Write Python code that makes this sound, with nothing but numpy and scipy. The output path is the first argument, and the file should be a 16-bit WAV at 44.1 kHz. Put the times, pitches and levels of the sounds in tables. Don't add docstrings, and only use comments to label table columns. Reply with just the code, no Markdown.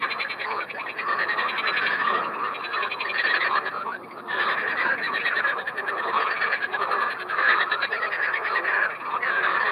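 import sys
import numpy as np
from scipy import signal
from scipy.fft import rfft, irfft, next_fast_len
from scipy.io import wavfile
from scipy.ndimage import map_coordinates

SR = 44100
rng = np.random.default_rng(int(sys.argv[2]) if len(sys.argv) > 2 else 0)


def pcm_store(signal):
    levels = np.round(np.clip(np.atleast_2d(signal), -1, 1) * 32767)
    wavfile.write(sys.argv[1], SR, levels.astype(np.int16).T)


N = 428211

# (first note [s], last note [s], count, hurry [+ speeds up, - slows], note length [s],
# first sac pitch [Hz], last [Hz], first level [dB], midway [dB], last [dB], rasp [dB],
# first overtone [Hz], last [Hz], overtone [dB], whistle [Hz], whistle [dB])
NEAR_QUACK_RUNS = [(0.0, 0.394, 5, -0.011, .046, 2246, 2280, -30.5, -27, -33.5, 0.5, 4040, 3990, -6, 8760, -39.5),
                   (0.504, 0.983, 6, 0, .029, 2364, 2456, -32, -31, -30.5, -16, 4070, 3940, -22, 9200, -53),
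                   (1.386, 1.858, 6, 0.0023, .038, 2400, 2354, -32, -25, -27.5, 0, 3930, 3960, -6, 9350, -39.5),
                   (2.04, 2.435, 5, -0.016, 0.035, 2820, 2670, -38, -38, -40.5, -26.5, 4020, 3900, -15.5, 10500, -47),
                   (2.54, 3.345, 10, .07, .032, 2410, 2450, -33, -26.5, -29, -4, 3870, 4050, -7, 9400, -49),
                   (4.03, 4.105, 2, 0, 0.028, 2170, 2150, -45.5, -45, -45, -29, 4470, 4550, -11, 9500, -51),
                   (4.385, 4.79, 5, -.1, 0.064, 2130, 2330, -38, -38, -40.5, -22.5, 4930, 4690, -12.5, 10400, -35.5),
                   (4.975, 5.258, 4, -0.042, .038, 2260, 2387, -35, -33.5, -29, -28, 4000, 3960, -25, 10750, -42.5),
                   (6.165, 6.553, 5, 0, 0.036, 2390, 2320, -34.5, -31.5, -34, -5.5, 4270, 4130, -19, 9100, -54),
                   (7.865, 8.06, 3, -0.012, .028, 2290, 2360, -40, -35.5, -36, -10, 4400, 4230, -11, 10000, -55),
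                   (8.128, 8.565, 5, 0.021, 0.041, 2190, 2320, -43.5, -28.5, -35.5, -11, 4440, 4170, -22.5, 9700, -49),
                   (8.897, 9.155, 6, -0.062, 0.033, 2320, 2450, -38.5, -41, -41, -16.5, 3850, 3830, -23, 9370, -54)]
NEAR_RATTLE_RUNS = [(0.97, 1.372, 5, .1, 0.074, 1798, 1896, -30.5, -23, -25.5, -14, 4440, 3700, -9.5, 9760, -46),
                    (1.52, 2.135, 8, .2, .06, 1575, 1842, -32.5, -24, -29, -12.5, 5090, 4800, -16, 9770, -55),
                    (3.045, 3.548, 6, -0.1, 0.044, 1824, 1700, -28.5, -19, -23.5, -13, 4430, 4170, -9.5, 9900, -51.5),
                    (3.18, 3.4, 3, -0.058, 0.043, 1880, 1918, -22, -21, -23, -8.5, 4020, 3810, -5.5, 10630, -63),
                    (4.387, 4.768, 5, -0.071, 0.066, 1742, 1910, -23.5, -31, -24.5, -10.5, 3780, 4000, -18, 10460, -44),
                    (5.028, 5.578, 6, -.03, .052, 1928, 1676, -26, -22, -31.5, -12, 3970, 3780, -2, 10200, -34.5),
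                    (5.67, 6.074, 5, 0.034, 0.035, 1722, 1832, -25.5, -24.5, -29, -14, 4240, 4030, -15, 9500, -33),
                    (6.197, 6.725, 6, -0.0017, 0.045, 1820, 1666, -27, -19.5, -25, -15, 4584, 3770, -10.5, 9870, -56.5),
                    (6.812, 7.287, 6, .02, 0.04, 1750, 1627, -30, -29.5, -31.5, -9, 4070, 4100, -7, 9530, -30.5),
                    (7.485, 7.818, 4, 0.056, 0.041, 1927, 1774, -20.5, -21.5, -21.5, -12, 3770, 3830, -2.5, 10480, -55.5),
                    (7.915, 8.672, 8, -.1, .05, 1857, 1893, -24, -24.5, -28.5, -14, 4820, 4870, -14, 9870, -51),
                    (8.545, 8.83, 4, 0.036, .035, 1780, 1654, -25, -31, -26, -18.5, 4160, 4200, -11, 9530, -36.5)]
# (start [s], length [s], early sac pitch [Hz], late sac pitch [Hz], level [dB],
# rasp relative to the level [dB], overtone [Hz])
NEAR_QUACKS = [(2.386, 0.028, 2524, 2460, -42, -23, 3900), (2.59, .008, 2500, 2410, -50.5, 1.5, 3970),
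               (.832, 0.01, 2450, 2440, -43, -6, 3970), (.924, 0.0066, 2450, 2260, -43.5, -1, 3970),
               (2.604, .008, 2750, 2680, -37, -9, 3970), (5.195, 0.037, 2486, 2740, -29.5, -33, 3470),
               (6.025, 0.02, 2610, 2360, -43.5, 4, 3560), (9.105, 0.023, 2410, 2380, -45, 0, 3640)]
NEAR_RATTLES = [(0, 0.055, 1817, 1567, -29, -22.5, 4080), (.236, 0.043, 1720, 1694, -30.5, -29, 4270),
                (.405, 0.053, 1777, 1880, -29.5, -9.5, 3860), (.6, .05, 1560, 1497, -32, -12.5, 3950),
                (.74, 0.048, 1690, 1766, -34.5, -14, 4500), (.858, 0.03, 1900, 1864, -32.5, -11.5, 3350),
                (1.8, 0.19, 1604, 1676, -32.5, -8.5, 4320), (2.44, 0.048, 1790, 1890, -34.5, -10, 4080),
                (2.62, 0.12, 1610, 1638, -35, -12, 4060), (2.75, .14, 1763, 1603, -30.5, -11.5, 3930),
                (3.651, 0.042, 1763, 1667, -27.5, -9, 3950), (3.713, 0.012, 1680, 1680, -35.5, -15.5, 4100),
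                (4.29, 0.16, 1745, 1602, -29, -8, 3390), (4.835, 0.12, 1600, 1654, -23.5, -20, 4180),
                (5.305, 0.03, 1580, 1507, -24, -30.5, 4200), (5.385, 0.027, 1620, 1530, -22, -27.5, 3870),
                (5.43, .11, 1677, 1606, -24.5, -45.5, 3800), (6.602, 0.019, 1550, 1510, -33, -18.5, 3860),
                (6.93, 0.24, 1705, 1746, -30.5, -24, 4200), (7.37, .14, 1760, 1710, -22, -16, 3870),
                (8.17, 0.14, 1720, 1650, -28, -22, 4400), (8.64, .11, 1853, 1846, -31.5, -25, 4300),
                (7.292, .06, 1694, 1670, -30, -16.5, 3250), (8.275, 0.032, 1560, 1522, -27.5, -18.5, 4370),
                (8.71, .165, 1697, 1590, -23, -30.5, 4100), (9.22, 0.093, 1850, 1726, -24, -21.5, 4200),
                (9.295, 0.12, 1606, 1596, -24, -18, 3700), (9.425, .045, 1683, 1630, -22.5, -15, 3650),
                (9.485, 0.1, 1817, 1795, -27.5, -12.5, 4180), (9.595, .05, 1820, 1740, -24.5, -11.5, 4350),
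                (9.648, .06, 1815, 1742, -26, -9, 3850)]
NEAR_CROAKS = [(0, 0.047, 1120, 1122, -26, -37, 4260), (.14, 0.058, 1160, 1204, -31.5, -29, 4100),
               (.45, 0.15, 1054, 1116, -27.5, -17, 4280), (.735, .05, 540, 686, -39, -31.5, 4500),
               (.768, 0.069, 900, 1140, -34.5, -22, 4500), (.828, 0.044, 1160, 1070, -36, -23.5, 3470),
               (.84, 0.047, 810, 683, -44, -16, 3500), (1.05, 0.18, 1172, 1237, -27.5, -16, 4500),
               (1.36, .12, 1092, 1140, -27, -13.5, 3930), (1.62, .1, 1255, 1272, -28, -30, 3920),
               (2.03, .18, 1147, 1217, -23.5, -12.5, 3460), (2.2, 0.1, 1206, 1275, -29, -20.5, 4240),
               (2.39, 0.15, 1230, 1274, -29.5, -22.5, 3950), (2.72, .15, 1228, 1095, -28, -23.5, 4000),
               (2.95, 0.12, 1016, 1060, -35, -19.5, 3460), (3.31, 0.12, 1241, 1113, -37, -17, 3900),
               (3.49, 0.1, 1042, 1155, -23, -13.5, 3750), (3.725, .11, 1238, 1300, -30, -15, 4100),
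               (3.85, 0.068, 1063, 1110, -28.5, -25.5, 3540), (3.91, 0.059, 1430, 1580, -31, -17.5, 4100),
               (4.06, 0.12, 1050, 1215, -43, -20, 4400), (4.174, 0.033, 1260, 1400, -37, -12.5, 3900),
               (4.27, 0.23, 983, 1118, -32.5, -11.5, 3560), (4.42, 0.13, 1120, 1126, -29.5, -5.5, 3830),
               (4.77, 0.13, 1179, 1023, -29, -12, 4020), (5.06, .09, 1210, 1170, -29, -28.5, 4000),
               (5.52, 0.084, 1131, 1292, -30.5, -29.5, 3820), (5.89, 0.088, 1316, 1210, -30.5, -20.5, 4100),
               (6.03, 0.079, 1130, 1064, -31, -12, 3780), (6.125, 0.06, 1050, 1136, -22, -15.5, 3600),
               (6.17, 0.11, 1227, 1254, -26, -6.5, 3200), (6.44, 0.085, 1197, 1231, -28.5, -20.5, 4180),
               (6.68, 0.11, 737, 833, -41, -33, 3600), (6.73, 0.031, 930, 1023, -30.5, -16.5, 3770),
               (6.78, 0.079, 1190, 1234, -25, -17.5, 3540), (6.865, 0.041, 1030, 953, -31, -17.5, 3640),
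               (7.135, 0.045, 1220, 1344, -34.5, -28.5, 4100), (6.89, .21, 1234, 1186, -28, -17, 3940),
               (7.3, 0.12, 1223, 1194, -26.5, -19, 4000), (7.47, .17, 1266, 1266, -25, -12.5, 3840),
               (7.65, 0.17, 1256, 1362, -29, -22, 4240), (7.93, 0.17, 1357, 1287, -30, -20, 4670),
               (8.47, 0.12, 1370, 1142, -28, -9.5, 4080), (8.72, 0.18, 1068, 1256, -30.5, -36.5, 4170),
               (9.04, 0.093, 1130, 1040, -32, -19.5, 4190), (9.13, .035, 1091, 1157, -22.5, -21.5, 3500),
               (9.25, 0.13, 1145, 1092, -34.5, -8, 3700), (9.42, .16, 1219, 1280, -26.5, -13, 3600),
               (9.6, 0.12, 1065, 1210, -30.5, -48, 4090)]
# (frequency [Hz], gain [dB])
MOUTH_SPECTRUM = [(100, -41), (1500, -27), (2400, 1), (3250, 11), (3550, 8.5), (3950, 5), (4300, -12.5),
                  (5000, -11.5), (9000, -30.5), (12500, -25.5), (15000, -40.5)]
THROAT_SPECTRUM = [(60, -54), (150, -26.5), (290, -7.5), (360, 3.5), (520, 14), (800, -1), (1150, 16.5),
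                   (1500, -14.5), (2500, 6), (4000, -44), (9000, -67.5)]
# (time [s], relative level [dB])
BURBLE_LEVELS = [(0.0, -43.5), (0.57, -39.5), (0.7, -45.5), (0.9, -43), (1.32, -36), (2.0, -40.5),
                 (2.16, -30.5), (2.3, -39.5), (2.54, -41.5), (2.68, -38), (3.22, -43), (3.43, -38),
                 (3.86, -40), (4.0, -44.5), (4.19, -42.5), (4.44, -35.5), (5.0, -38), (5.11, -40),
                 (5.46, -37), (5.73, -39.5), (6.11, -32), (6.54, -43), (6.68, -46), (6.76, -36.5),
                 (6.89, -30), (6.95, -33.5), (7.11, -39), (7.36, -42.5), (7.49, -36), (7.68, -41),
                 (8.71, -36.5), (8.9, -40.5), (9.19, -41.5), (9.36, -36), (9.55, -40.5), (9.71, -34.5)]
BIG_FROG_LEVELS = [(0.0, -36), (0.81, -47.5), (1.05, -33), (1.16, -33), (2.38, -30), (2.51, -34),
                   (3.08, -36), (3.46, -30), (3.78, -37), (3.95, -45), (4.22, -41.5), (4.49, -29),
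                   (4.62, -33.5), (5.06, -43), (5.46, -29.5), (5.62, -39.5), (5.81, -36.5), (6.11, -27),
                   (6.38, -31.5), (6.54, -41), (6.79, -39), (6.95, -24.5), (7.11, -38), (7.3, -37.5),
                   (7.54, -25.5), (7.98, -40.5), (8.33, -33), (8.71, -32.5), (8.87, -40.5), (9.11, -32.5),
                   (9.27, -33), (9.71, -27)]
SMALL_FROG_LEVELS = [(0.0, -34.5), (0.38, -37), (0.84, -45), (1.22, -33.5), (1.89, -26), (2.14, -35),
                     (2.51, -39), (2.68, -43.5), (3.11, -43), (3.3, -30), (3.49, -34), (3.6, -38),
                     (4.05, -54), (4.33, -51), (4.49, -28.5), (4.79, -26), (5.11, -33), (5.38, -28),
                     (5.54, -43), (5.81, -39), (6.44, -29), (6.79, -44.5), (6.95, -33), (7.11, -47),
                     (7.3, -46), (7.44, -25.5), (7.54, -19.5), (7.76, -50.5), (7.95, -45.5), (8.17, -32),
                     (8.52, -36), (8.71, -23), (9.0, -39.5), (9.25, -42), (9.41, -28), (9.71, -28.5)]
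# (frequency [Hz], gain [dB])
BURBLE_SPECTRUM = [(60, -58), (150, -38), (290, -11.5), (355, 11), (520, 7), (800, 8), (1100, 3),
                   (1600, -17), (3000, -29), (9000, -70.5)]
BIG_FROG_SPECTRUM = [(100, -55), (600, -27), (900, -6), (1180, 0.5), (1400, -2.5), (1700, -12.5),
                     (2450, -6), (3200, -15), (5000, -25.5), (9000, -58.5)]
SMALL_FROG_SPECTRUM = [(100, -56), (900, -25.5), (1400, -3.5), (1750, 5), (2100, -9), (2450, 1),
                       (3200, -11), (4000, -7.5), (5000, -24.5), (9000, -49)]
# (frequency [Hz], time to fall 60 dB [s])
BANK_DECAY = [(300, 0.17), (1500, 0.28), (5000, 1)]
# (time [s], relative level [dB])
RUMBLE_LEVELS = [(0.0, -51.5), (0.4, -58), (2.27, -45.5), (2.68, -56.5), (5.03, -46.5), (5.35, -53.5),
                 (8.71, -57.5), (9.6, -51.5), (9.71, -53)]
# (frequency [Hz], gain [dB])
RUMBLE_SPECTRUM = [(25, -38.5), (50, -41.5), (80, -20), (110, -13), (150, -0.5), (220, 2.5), (300, 3),
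                   (500, -11.5), (1500, -24), (5000, -71)]
DEEP_SPECTRUM = [(25, -22.5), (50, -14), (80, 3.5), (110, 0), (160, -8), (400, -32.5), (2000, -70.5)]
HISS_SPECTRUM = [(100, -2.5), (1000, -15), (2500, -7), (5000, -9), (10000, -8.5), (15000, -12.5)]
# (start [s], length [s], pitch [Hz], level [dB])
FAR_HOOTS = [(4.195, 0.15, 353, -47), (6.662, 0.11, 372, -43), (7.166, 0.16, 365.4, -44)]
HOOT_HARMONICS = [10, 6, -12]
# (frequency [Hz], gain [dB])
RECORDER_TONE = [(4600, 0), (5100, -11.5), (5500, -24.5), (5900, -43), (7600, -44.5), (8300, -19),
                 (9000, -5.5)]

LEAD_S, TAIL_S = .016, .011


def amp(db):
    return 10 ** (np.asarray(db) / 20)


def unit(x):
    return x / np.sqrt(np.mean(x ** 2) + 1e-20)


def unit_like(x, model):
    return x * np.linalg.norm(model) / (np.linalg.norm(x) + 1e-20)


def along(points, hz):
    freqs, values = np.transpose(points)
    return np.interp(np.log(hz + 1), np.log(freqs + 1), values)


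def swell(points, trim_db):
    times, db = np.transpose(points)
    return amp(np.interp(np.arange(N) / SR, times, db) + trim_db)


def wobble(rate, size):
    knots = rng.standard_normal(int(size * rate / SR) + 4)
    return map_coordinates(knots, [np.arange(size) * rate / SR])


def filtered(x, response):
    size = next_fast_len(N + SR // 2)
    return irfft(rfft(x, size) * response(np.fft.rfftfreq(size, 1 / SR)), size)[..., :N]


def coloured(x, spectrum, size=2048):
    cepstrum = irfft(np.log(amp(along(spectrum, np.fft.rfftfreq(size, 1 / SR)))))
    cepstrum[1:size // 2] *= 2
    cepstrum[size // 2 + 1:] = 0
    kernel = irfft(np.exp(rfft(cepstrum)))
    return signal.fftconvolve(x, kernel / np.linalg.norm(kernel))[:len(x)]


def add(track, start, sound):
    part = track[max(0, round(start * SR)):][:len(sound)]
    part += sound[:len(part)]


def laughing_runs(rows, glide, detune, whistle_drop):
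    notes = []
    for (first_s, last_s, count, hurry, length, first_hz, last_hz, first_db, mid_db, last_db, rasp_db,
         first_overtone, last_overtone, overtone_db, whistle_hz, whistle_db) in rows:
        for u in np.linspace(0, 1, round(count)):
            start = first_s + (last_s - first_s) * (u + hurry * u * (1 - u))
            db = np.interp(u, [0, .5, 1], [first_db, mid_db, last_db])
            sac_hz = first_hz + (last_hz - first_hz) * u
            sac_hz *= np.exp(detune * rng.standard_normal())
            overtone_hz = first_overtone + (last_overtone - first_overtone) * u
            overtone_hz *= np.exp(detune * rng.standard_normal())
            notes.append((start, length, sac_hz * (1 - glide), sac_hz * (1 + glide), db, rasp_db,
                          overtone_hz, overtone_db, whistle_hz * (1 - whistle_drop * (u - .5)), whistle_db))
    return notes


def single_calls(rows, whistle_hz=10330):
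    return [(*note, rasp_db, overtone_hz, rasp_db, whistle_hz, rasp_db - 34.5)
            for *note, rasp_db, overtone_hz in rows]


def larynx(t, length, pulse_hz, slowing_hz_per_s, end_hz, attack, release, jitter):
    sagging_hz = pulse_hz * (1 - .05 * (t / length - .5))
    slowing_hz = end_hz + slowing_hz_per_s * (length - t)
    hz = np.maximum(np.minimum(slowing_hz, sagging_hz), 75)
    hz *= np.exp(.06 * rng.standard_normal())
    hz *= np.exp(.04 * wobble(70, len(t)))
    cycles = np.cumsum(hz) / SR + rng.random()
    at = np.flatnonzero(np.diff(np.floor(cycles)))
    slip, strength = rng.standard_normal((len(at), 2)).T
    slipped = np.clip(at + jitter * slip * SR / hz[at], 0, len(t) - 1).astype(int)
    corners = [-LEAD_S, 0, attack * length, (1 - release) * length, length, length + TAIL_S]
    pressure = np.interp(t[at], corners, [.13, .26, 1, 1, .32, .029])
    return np.bincount(slipped, pressure * amp(1.3 * strength), len(t) + SR // 50)


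def ringing(pulses, hz, ring_s, sustain=0):
    t = np.arange(SR // 60) / SR
    decay = (1 - np.exp(-2 * t / ring_s)) * np.exp(-t / ring_s)
    at = np.flatnonzero(pulses)[:, None]
    samples = (at + np.arange(len(t))).ravel()
    mixed = lambda rings: np.bincount(samples, (pulses[at] * rings).ravel(), len(pulses))
    struck = mixed(decay * np.sin(2 * np.pi * hz[at] * t))
    sung = mixed(decay) * np.sin(2 * np.pi * np.cumsum(hz) / SR)
    return unit((1 - sustain) * unit(struck) + sustain * unit(sung))


def whistle(pulses, hz):
    return ringing(pulses, hz * np.exp(.022 * wobble(40, len(pulses))), ring_s=.0007)


def reeds():
    t = np.arange(SR // 80) / SR
    scatter = rng.standard_normal(len(t)) * t * np.exp(-t / .0018)
    path = .55 * scatter / np.linalg.norm(scatter)
    path[0] = 1
    return path / np.linalg.norm(path)


def near_frog(notes, *, sac_s, sac_db, sustain, arch, chest_db, nasal_db, overtone_s, overtone_db,
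              fall, waver, second_whistle_db, rasp_db, throat_db, **breath):
    voice, mouth, throat = np.zeros((3, N))
    for (start, length, early_hz, late_hz, db, note_rasp_db,
         overtone_hz, note_overtone_db, whistle_hz, whistle_db) in notes:
        t = np.arange(-LEAD_S, length + TAIL_S, 1 / SR)
        pulses = larynx(t, length, **breath)
        size = len(pulses)
        u = np.clip((np.arange(size) / SR - LEAD_S) / length, 0, 1)
        stretch = 1 + arch * (1 / 3 - (2 * u - 1) ** 2) + .02 * wobble(55, size)
        sac_hz = (early_hz + (late_hz - early_hz) * (2 * u - .5)) * stretch
        sinking = 1 - fall * (u - .5) + waver * wobble(120, size)
        body = amp(sac_db) * ringing(pulses, sac_hz, sac_s, sustain)
        body += amp(chest_db) * ringing(pulses, .4725 * sac_hz, ring_s=.002)
        body += amp(nasal_db) * ringing(pulses, 1.375 * sac_hz, ring_s=.00066)
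        body += amp(overtone_db + note_overtone_db) * ringing(pulses, overtone_hz * sinking, overtone_s)
        whistles = whistle(pulses, whistle_hz)
        whistles += amp(second_whistle_db) * whistle(pulses, 1.2 * whistle_hz)
        path = reeds()
        call = signal.fftconvolve(body + amp(whistle_db) * whistles, path)
        snaps = signal.fftconvolve(unit(pulses), path)
        gain = amp(db) * np.sqrt(length * SR / size)
        add(voice, start - LEAD_S, gain * unit_like(call, body))
        add(mouth, start - LEAD_S, gain * amp(note_rasp_db) * snaps)
        add(throat, start - LEAD_S, gain * unit(pulses))
    rasp = amp(rasp_db) * coloured(mouth, MOUTH_SPECTRUM)
    knock = amp(throat_db) * coloured(throat, THROAT_SPECTRUM)
    return voice + rasp + knock


def far_frogs(spectrum, pulse_hz, ring_hz, ring_s, spread):
    typical_note_s, longest_pause_s = .09, .04
    track = np.zeros(N)
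    for _ in range(3):
        start = -typical_note_s * rng.random()
        while start < N / SR:
            long, fast, high, glide, loud = rng.uniform(-1, 1, 5)
            length = typical_note_s * (1 + long / 2)
            t = np.arange(-LEAD_S, length + TAIL_S, 1 / SR)
            pulses = larynx(t, length, pulse_hz * np.exp(.3 * fast), slowing_hz_per_s=20000,
                            end_hz=170, attack=.3, release=.3, jitter=.035)
            hz = ring_hz * np.exp(spread * (high + glide * np.linspace(-.5, .5, len(pulses))))
            add(track, start, amp(3 * loud) * ringing(pulses, hz, ring_s))
            start += length + longest_pause_s * rng.random()
    return unit(coloured(track, spectrum))


def far_chorus():
    burble = far_frogs(BURBLE_SPECTRUM, pulse_hz=200, ring_hz=590, ring_s=.0004, spread=.81)
    big = far_frogs(BIG_FROG_SPECTRUM, pulse_hz=230, ring_hz=1138, ring_s=.0013, spread=.11)
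    small = far_frogs(SMALL_FROG_SPECTRUM, pulse_hz=280, ring_hz=1803, ring_s=.00056, spread=.12)
    return (swell(BURBLE_LEVELS, trim_db=-1) * burble
            + swell(BIG_FROG_LEVELS, trim_db=-1.5) * big
            + swell(SMALL_FROG_LEVELS, trim_db=-2.5) * small)


def open_air(hum_hz=122.7):
    shaped = lambda noise, spectrum: unit(filtered(noise, lambda hz: amp(along(spectrum, hz))))
    rumble = shaped(rng.standard_normal(N), RUMBLE_SPECTRUM)
    deep = shaped(rng.standard_normal(N), DEEP_SPECTRUM)
    hum = np.sin(2 * np.pi * hum_hz * np.arange(N) / SR + .56 * wobble(6.4, N))
    hiss = shaped(rng.standard_normal((2, N)) + .52 * rng.standard_normal(N), HISS_SPECTRUM)
    steady = amp(-67) * deep + amp(-61.5) * hum + amp(-57.5) * hiss
    return swell(RUMBLE_LEVELS, trim_db=2) * rumble + steady


def bank_echo(calls):
    hz, t, noise = signal.stft(rng.standard_normal(SR // 2), SR, nperseg=256)
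    decay = amp(-60 * t / along(BANK_DECAY, hz)[:, None])
    _, tail = signal.istft(noise * decay, SR, nperseg=256)
    delayed = np.pad(calls, (SR // 200, 0))
    return signal.fftconvolve(delayed, tail / np.linalg.norm(tail))[:N]


def far_hoots():
    track = np.zeros(N)
    for start, length, hz, db in FAR_HOOTS:
        size = round(length * SR)
        phase = 2 * np.pi * hz * np.arange(size) / SR + .3 * wobble(30, size)
        tone = sum(amp(level) * np.sin(k * phase) for k, level in enumerate(HOOT_HARMONICS, 1))
        add(track, start, amp(db) * unit(tone * signal.windows.tukey(size, .5)))
    return track


def scene():
    quacks = near_frog(
        laughing_runs(NEAR_QUACK_RUNS, glide=.0051, detune=.012, whistle_drop=.06)
        + single_calls(NEAR_QUACKS),
        pulse_hz=480, slowing_hz_per_s=7000, end_hz=160, attack=.15, release=.45, jitter=.015,
        sac_s=.0014, sac_db=-1, sustain=.08, arch=.011, chest_db=-25.5, nasal_db=-15,
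        overtone_s=.0083, overtone_db=-4.5, fall=.018, waver=.004,
        second_whistle_db=4, rasp_db=-7, throat_db=-14.5)
    rattle_runs = near_frog(
        laughing_runs(NEAR_RATTLE_RUNS, glide=.002, detune=.015, whistle_drop=.05),
        pulse_hz=400, slowing_hz_per_s=6000, end_hz=170, attack=.14, release=.23, jitter=.018,
        sac_s=.0023, sac_db=-2, sustain=.5, arch=.05, chest_db=-22.5, nasal_db=-12.5,
        overtone_s=.0016, overtone_db=-12, fall=.047, waver=.007,
        second_whistle_db=-3, rasp_db=-2.5, throat_db=-14)
    lone_rattles = near_frog(
        single_calls(NEAR_RATTLES),
        pulse_hz=265, slowing_hz_per_s=4500, end_hz=170, attack=.12, release=.093, jitter=.012,
        sac_s=.0018, sac_db=-1, sustain=.48, arch=-.016, chest_db=-20.5, nasal_db=-17,
        overtone_s=.0009, overtone_db=-9, fall=.06, waver=.02,
        second_whistle_db=-9.5, rasp_db=-7, throat_db=-16.5)
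    croaks = near_frog(
        single_calls(NEAR_CROAKS),
        pulse_hz=215, slowing_hz_per_s=2700, end_hz=150, attack=.19, release=.04, jitter=.03,
        sac_s=.0026, sac_db=-2, sustain=.4, arch=-.06, chest_db=-15.5, nasal_db=-24.5,
        overtone_s=.0009, overtone_db=-8.5, fall=.1, waver=.02,
        second_whistle_db=-7, rasp_db=-13, throat_db=-14)
    frogs = quacks + rattle_runs + lone_rattles + croaks + far_chorus()
    return frogs + amp(-16.5) * bank_echo(frogs) + far_hoots() + open_air()


def record(dry):
    bass_hz, notch_hz, width_hz, top_hz = 90, 2990, 80, 15600
    bass = lambda hz: hz ** 2 / np.hypot(hz ** 2, bass_hz ** 2)
    notch = lambda hz: np.abs(hz - notch_hz) / np.hypot(hz - notch_hz, width_hz)
    treble = lambda hz: amp(along(RECORDER_TONE, hz)) * (hz < top_hz)
    return filtered(dry, lambda hz: bass(hz) * notch(hz) * treble(hz))


dry = scene()
out = record(dry)
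pcm_store(out)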